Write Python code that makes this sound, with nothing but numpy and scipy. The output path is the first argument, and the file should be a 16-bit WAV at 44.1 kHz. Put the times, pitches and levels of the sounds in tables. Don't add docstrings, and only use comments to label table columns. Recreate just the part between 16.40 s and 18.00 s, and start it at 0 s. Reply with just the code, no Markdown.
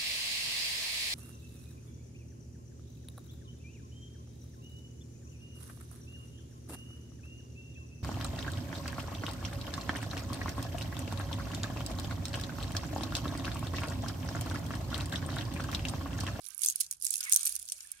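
import sys
import numpy as np
from scipy import signal
from scipy.fft import rfft, irfft
from scipy.io import wavfile
from scipy.ndimage import uniform_filter1d

SR = 44100
rng = np.random.default_rng(int(sys.argv[2]) if len(sys.argv) > 2 else 0)


def level_to_linear(level):
    exponent = np.asarray(level, float) / 20
    return 10 ** exponent


def unload_audio(sound):
    columns = np.transpose(np.atleast_2d(sound))
    steps = np.round(np.clip(columns, -1, 1) * 32767)
    wavfile.write(sys.argv[1], SR, steps.astype(np.int16))


N = 70560

# start in seconds, peak level in dB, pitch in Hz,
# left minus right in dB, body (below the bright ticking) in dB. The next two tables are alike.
FIRST_TURN_KNOCKS = [(0.0526, -32.5, 5600, -30, -6), (0.068, -32.5, 5900.0, -20, 8),
                     (0.0861, -26.5, 9900, -26, -12), (0.1051, -32.5, 6340, -21, -9),
                     (0.147, -27.5, 11070, -25, -22), (0.1793, -21, 10300, -40, -26),
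                     (0.1924, -23.5, 9540, -30, -10), (0.21, -26, 9400, -33, -19),
                     (0.2187, -13.5, 7240, -26, -7), (0.2334, -15, 9840, -3, 0.5),
                     (0.2408, -23, 6350, -10, 2), (0.2465, -15.5, 10540, -2, 0), (0.2606, -8, 8000, -11, 1),
                     (0.278, -18, 6240, -5, -8), (0.2849, -16.5, 6600, 5, -5.5),
                     (0.2997, -15.5, 6600, -8, -7), (0.3582, -14.5, 9760, -12.5, -0.5),
                     (0.4052, -12, 11060, -7, 2.5), (0.4095, -11, 9970, -18, 4.5),
                     (0.4121, -15, 9950, -9.5, 4), (0.4325, -35, 9500.0, 0, 5),
                     (0.464, -34, 5900.0, -3.5, -3)]
# start [s], peak level [dB], pitch [Hz], left minus right [dB], body [dB].
SECOND_TURN_KNOCKS = [(0.5114, -14.5, 9040, -8.5, -3.5), (0.5259, -23, 9440, -25, -1),
                      (0.6, -36.5, 10100, -27, -17), (0.6133, -30, 5100.0, -23, -4),
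                      (0.6235, -17, 9730, -14, -7), (0.6462, -15, 9600, -13.5, 2),
                      (0.6514, -10.5, 8800, -15, -14), (0.6665, -13, 7770, -7, 2.5),
                      (0.7063, -11.5, 7520, -12.5, -7.5), (0.7395, -14.5, 9900, -9, 4.5),
                      (0.7561, -15, 9730, -16, -2), (0.7668, -21.5, 10100, -12, 0),
                      (0.806, -21, 5300, -5, 1), (0.8089, -18.5, 10400, -10.5, 11.5),
                      (0.8293, -25, 6400, -1, 16), (0.896, -15.5, 9660, -11, -9),
                      (0.918, -18, 6400, -2, -8), (0.9232, -5.5, 9090, -4, -0.5),
                      (0.9326, -13.5, 6720, 6.5, -19), (0.9422, -11, 6400, -4, -30),
                      (0.949, -15, 9350, -3.5, -11), (0.9704, -19, 6200, 1, -12)]
# start [s], peak level [dB], pitch [Hz], left minus right [dB], body [dB].
LETTING_GO_KNOCKS = [(0.9611, -3, 10480, -10, 0), (1.0079, -27.5, 8350, 4.5, -7),
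                     (1.0309, -17, 9600, -11.5, -8), (1.0523, -18.5, 9850, -1, 2),
                     (1.057, -10, 11800, -30, -23), (1.0654, -17.5, 8860, -0.5, 7.5),
                     (1.0778, -19.5, 11300, -6, -9), (1.0934, -17.5, 9900, -10, 0.5),
                     (1.1235, -21, 10140, -14, -6), (1.154, -17, 11700, -15.5, -11),
                     (1.163, -18, 9370, -7, 6.5), (1.1968, -25, 9300, -17, 3),
                     (1.2267, -26.5, 10160, -12, 2.5), (1.254, -33.5, 9150, -4, -8),
                     (1.2872, -27.5, 6500, -2, 6.5), (1.3205, -17, 9560, -4, 2),
                     (1.406, -31, 6800, -1, 11.5), (1.4463, -35.5, 8900, -23, -3.5),
                     (1.517, -19, 9630, -13, -26)]
# start in seconds, peak level in dB, pitch in Hz,
# left minus right in dB.
LIGHT_TICKS = [(0.0165, -42, 10800, -24), (0.0426, -35, 10400, -23), (0.0633, -27.5, 9900, -36),
               (0.0768, -34, 10600, -21), (0.1664, -39, 9900, -29), (0.2232, -22, 10500, -25),
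               (0.2307, -23, 10300, -13), (0.269, -24, 6100, 3), (0.2933, -24, 6640, -4),
               (0.3078, -22.5, 7800, -4.5), (0.3155, -29, 6800, -6), (0.323, -31.5, 6500, -0.5),
               (0.38, -39, 10100, -3), (0.3958, -38, 9900, -7), (0.4016, -21.5, 8100, -14),
               (0.534, -34.5, 8540, -1), (0.5685, -46, 9800, -13), (0.6312, -33, 9600, -3),
               (0.6361, -27, 10500, -10), (0.6392, -24, 10800, -23), (0.6594, -26, 8800, -9),
               (0.6754, -29, 7440, 4), (0.6847, -26, 8200, -15), (0.6954, -35, 6000, -5),
               (0.7223, -42, 9800, -8), (0.731, -28.5, 9900, -4), (0.7505, -30, 9900, -5),
               (0.7801, -21.5, 10500, -8), (0.7903, -31, 10400, -10), (0.8372, -24.5, 6500, -2.5),
               (0.8418, -26.5, 9000, -2), (0.8508, -26.5, 7800, -3), (0.876, -41, 9000, -14),
               (0.9933, -25.5, 9300, -7), (1.0438, -27, 10700, -10), (1.0715, -13, 10050, -9),
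               (1.1914, -30.5, 9830, -3), (1.218, -29, 10500, -18), (1.242, -43, 7100, -16),
               (1.2606, -41, 9000, 5.5), (1.2784, -33, 4700, -10), (1.2982, -30.5, 5830, 2),
               (1.3292, -33.5, 7300, -4), (1.3657, -42.5, 10700, -20), (1.381, -40, 9900, -17),
               (1.4297, -38.5, 9800, -10), (1.4721, -33, 9600, -14), (1.5043, -44, 8650, -6)]
# time in seconds, level of the fine rattle in dB, wetness in dB.
HAND_MOTION = [(0, -56, -3.5), (0.113, -52.5, 11), (0.166, -60, 5), (0.223, -37.5, 1), (0.311, -43.5, -10),
               (0.351, -55, 6), (.42, -43, -14), (0.487, -59.5, 3), (0.533, -50, 0.5), (0.588, -68.5, -8),
               (0.638, -42.5, -19), (.79, -44, -2), (0.862, -48.5, 16.5), (.94, -40.5, 2),
               (1.072, -40, 1.5), (1.246, -52.5, -4), (1.439, -52.5, 6), (1.6, -59, 11.5)]
# frequency in Hz, gain in dB.
RIGHT_PORT = [(900, -37.5), (2500, -15.5), (5000, -5), (6600, -4), (7800, -4.5), (9900, 2.5), (12400, -3),
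              (15800, -13.5)]
# frequency in Hz, gain in dB.
LEFT_PORT = [(800, -47.5), (2500, -24), (5000, -13.5), (6500, -7), (7700, -10), (8650, -4), (10000, -24),
             (13500, -30)]
# frequency in Hz, gain in dB.
WATER_COLOUR = [(500, -55), (1000, -27), (2800, -8), (6000, -23)]
# frequency in Hz, width in Hz, level in dB.
BATH_RESONANCES = [(1257, 300, 1), (1565, 230, 0.5), (2264, 200, 3.5)]
# start in seconds, pitch in Hz, level in dB, ring in seconds.
BUBBLES = [
    (.1, 1560, -59.5, 0.18),
    (0.753, 2640, -37, 0.014),
    (0.811, 1443, -42, 0.027),
    (.863, 2173, -36, 0.084),
    (.878, 1997, -36, 0.046),
    (.878, 1043, -54, 0.048),
    (1.45, 1740, -42.5, 0.012),
    (1.531, 1624, -61, 0.11),
]
# frequency in Hz, gain in dB.
ROOM_COLOUR = [(25, -0.5), (70, 3), (160, -5.5), (400, -16), (1500, -13.5), (4000, -40.5), (9500, -23),
               (13000, -54)]
# frequency in Hz, level in dB.
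HUM_TONES = [(64.6, -84.5), (118.4, -94), (145.3, -89.5)]
# start in seconds, level in dB.
FAR_COOS = [
    (0.999, -72.5),
    (1.088, -74.5),
    (1.2, -78),
    (1.306, -74.5),
]

GRAIN = 4096
LEFT_LAG_S = 0.0012
RUB_TOP_HZ = 11800


def response(points, size):
    p = np.array(points, float)
    hz = np.maximum(np.arange(size // 2 + 1) * SR / size, 1)
    db = np.interp(np.log(hz), np.log(p[:, 0]), p[:, 1])
    cepstrum = irfft(db * np.log(10) / 20, size)
    cepstrum[1:size // 2] *= 2
    cepstrum[size // 2 + 1:] = 0
    return np.exp(rfft(cepstrum))


def colour(x, points):
    size = x.shape[-1]
    return irfft(rfft(x) * response(points, size), size)


def unit(x):
    return x / np.sqrt(np.mean(x ** 2))


def fade(t, t60):
    return (t >= 0) * np.exp(-np.log(1000) * np.maximum(t, 0) / t60)


def walk(rate):
    k = int(SR / rate)
    return unit(uniform_filter1d(uniform_filter1d(rng.standard_normal(N), k), k))


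def add(out, grains, times):
    starts = np.round(np.asarray(times) * SR).astype(int)
    for k, s in enumerate(starts):
        n = min(grains.shape[2], N - s)
        out[:, s:s + n] += grains[:, k, :n]


def strike(hz, chance, noise):
    t = np.arange(GRAIN) / SR
    crack_t60, bead_t60, link_t60, contact_s = 0.003, 0.0045, 0.011, 0.0004
    hit = noise * fade(t, crack_t60)
    hit = hit + level_to_linear(-0.5) * np.sin(2 * np.pi * hz[:, None] * t) * fade(t, bead_t60)
    for k in range(4):
        link_hz = 3000 + 10500 * chance[:, k, None]
        ring = fade(t, link_t60 * (0.21 + chance[:, 4 + k, None]))
        hit = hit + level_to_linear(-11) * np.sin(2 * np.pi * link_hz * t) * ring
    hit[:, 6] += 1.1
    return hit * (1 - fade(t, contact_s))


def ticks(hz, body_db, top_db):
    t = np.arange(GRAIN) / SR
    bins = np.arange(GRAIN // 2 + 1) * SR / GRAIN
    count = len(hz)
    chance = rng.random((count, 16))
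    noise = rng.standard_normal((count, 3, GRAIN))
    bounces = 1
    for k in range(3):
        gap_s = 0.0022 * (0.1118 + chance[:, 8 + k, None])
        bounce_db = -7 - 6.7 * chance[:, 11 + k, None]
        bounces = bounces + level_to_linear(bounce_db) * np.exp(-2j * np.pi * bins * gap_s)
    source = rfft(strike(hz, chance, noise[:, 0])) * bounces
    body = level_to_linear(body_db[:, None] / (1 + (bins / 4770) ** 6))
    body = body * level_to_linear(top_db[:, None] * (1 - 1 / (1 + (bins / RUB_TOP_HZ) ** 10)))
    out = []
    for c, (port, dish_db, lag) in enumerate([(LEFT_PORT, -13, LEFT_LAG_S), (RIGHT_PORT, -19, 0)]):
        dish = level_to_linear(dish_db) * rfft(noise[:, 1 + c] * fade(t - 0.0006, 0.05))
        late = np.exp(-2j * np.pi * bins * lag * (0.88 + 0.2 * chance[:, 15, None]))
        grain = irfft((source + dish) * body * late * response(port, GRAIN), GRAIN)
        loudest = uniform_filter1d(grain ** 2, size=30, axis=1).max(axis=1, keepdims=True)
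        out.append(grain / np.sqrt(2 * loudest))
    return np.array(out)


def knocks():
    light = [tuple(row) + (-3,) for row in LIGHT_TICKS]
    rows = [tuple(row) for table in (FIRST_TURN_KNOCKS, SECOND_TURN_KNOCKS, LETTING_GO_KNOCKS) for row in table]
    s, db, hz, left_db, body_db = np.array(rows + light, float).T
    top_db = 0.4 * (db + 19.5)
    port_db = np.array([db + left_db, db])
    out = np.zeros((2, N))
    add(out, ticks(hz, body_db, top_db) * level_to_linear(port_db)[:, :, None], s)
    return out


def rattle(count=600):
    chance = rng.random((count, 4))
    shapes = ticks(5000 + 6500 * rng.random(40), *np.zeros((2, 40)))[:, :, :1500]
    size = level_to_linear(-3.5 * np.log(1 - 0.93 * chance[:, 1]))
    side = level_to_linear(np.array([-7.5 + 8 * (chance[:, 3] - 0.5), 0 * size]))
    grains = shapes[:, (chance[:, 2] * 40).astype(int)] * (size * side)[:, :, None]
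    out = np.zeros((2, N))
    add(out, grains, chance[:, 0] * (N - 1) / SR)
    usual = np.median(np.sqrt(uniform_filter1d(out[1] ** 2, 400)))
    return level_to_linear(-0.5) * out / usual + level_to_linear(-3.5) * hiss()


def hiss():
    shared, own = np.zeros((2, N))
    for hz in 2000 * np.sqrt(2) ** np.arange(7):
        sos = signal.butter(2, [hz / 1.19, hz * 1.19], "band", fs=SR, output="sos")
        near, far = level_to_linear(5 * walk(61)) * signal.sosfilt(sos, rng.standard_normal((2, N)))
        shared, own = shared + near, own + far
    left = 1.6 * np.roll(shared, int(LEFT_LAG_S * SR)) + 0.45 * own
    ports = np.array([colour(left, LEFT_PORT), colour(shared, RIGHT_PORT)])
    return level_to_linear(3 * walk(100)) * unit(ports)


def water():
    grainy = rng.standard_normal(N) * level_to_linear(4 * walk(110))
    shared = unit(colour(grainy, WATER_COLOUR)) * level_to_linear(2.0)
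    for hz, width, db in BATH_RESONANCES:
        b, a = signal.iirpeak(hz, hz / width, fs=SR)
        ringing = unit(signal.filtfilt(b, a, rng.standard_normal(N)))
        shared = shared + level_to_linear(db + 3 * walk(40)) * ringing / 3
    late = np.roll(shared, int(LEFT_LAG_S * SR))
    left_own = unit(colour(rng.standard_normal(N), WATER_COLOUR))
    return level_to_linear(-17.5) * np.array([0.41 * late + 0.48 * left_own, shared])


def bubbles():
    s, hz, db, ring = np.array(BUBBLES).T[:, :, None]
    t = np.arange(GRAIN) / SR

    def heard(u):
        tone = np.sin(2 * np.pi * hz * u * (1 + 0.01 * u / ring))
        return level_to_linear(db) * tone * fade(u, 2 * ring) * (1 - fade(u, 0.016))

    out = np.zeros((2, N))
    add(out, np.array([level_to_linear(-6.5) * heard(t - LEFT_LAG_S), heard(t)]), s[:, 0])
    return out * level_to_linear(2.5 * walk(200))


def room():
    t = np.arange(N) / SR
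    mid, side = colour(rng.standard_normal((2, N)), ROOM_COLOUR)
    side = colour(side, [(60, -10.5), (250, 2.0)])
    out = level_to_linear(-76) * unit(mid + side * np.array([[1], [-1]]))
    for hz, db in HUM_TONES:
        tone = np.sin(2 * np.pi * hz * (t + 0.00033 * walk(9)))
        out = out + np.sqrt(2) * level_to_linear(db + 5.9 * walk(6.0)) * tone
    coo_hz, coo_width_hz, coo_s = 624, 33, 0.068
    b, a = signal.iirpeak(coo_hz, coo_hz / coo_width_hz, fs=SR)
    coo = unit(signal.lfilter(b, a, rng.standard_normal(N)))
    for s, db in FAR_COOS:
        swell = np.sin(np.pi * np.clip((t - s) / coo_s, 0, 1))
        out = out + level_to_linear(db) * swell * coo * level_to_linear(np.array([[-4], [0]]))
    return out


def scene():
    t = np.arange(N) / SR
    s, motion_db, wet_db = np.array(HAND_MOTION).T
    motion = np.interp(t, s, motion_db)
    wetness = np.interp(t, s, wet_db)
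    rub = signal.sosfilt(signal.butter(2, RUB_TOP_HZ, fs=SR, output="sos"), rattle())
    bed = level_to_linear(motion) * rub + level_to_linear(motion + wetness) * water() + bubbles()
    left_opens_s = 0.232
    muffle = level_to_linear(np.array([-20 * (t < left_opens_s), 0 * t]))
    return knocks() + bed * muffle + room()


def low_pass(x):
    return signal.sosfilt(signal.butter(12, 17150, fs=SR, output="sos"), x)


def record(dry):
    def cut(hz):
        return signal.sosfiltfilt(signal.ellip(6, 0.1, 40, hz, fs=SR, output="sos"), dry)

    def soft(gate):
        return uniform_filter1d(1.0 * gate, size=256)

    dull, usual, open_top = cut(11900), cut(15900), cut(16700)
    slow = uniform_filter1d(dry ** 2, size=1024)
    fast = uniform_filter1d(dry[1] ** 2, size=128)
    attack = fast > 4 * uniform_filter1d(slow[1], size=2048)
    lively = slow > level_to_linear(2 * -53)
    out = dull + soft(lively) * (usual - dull) + soft(attack) * (open_top - usual)
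    return low_pass(out)


dry = scene()
out = record(dry)
unload_audio(out)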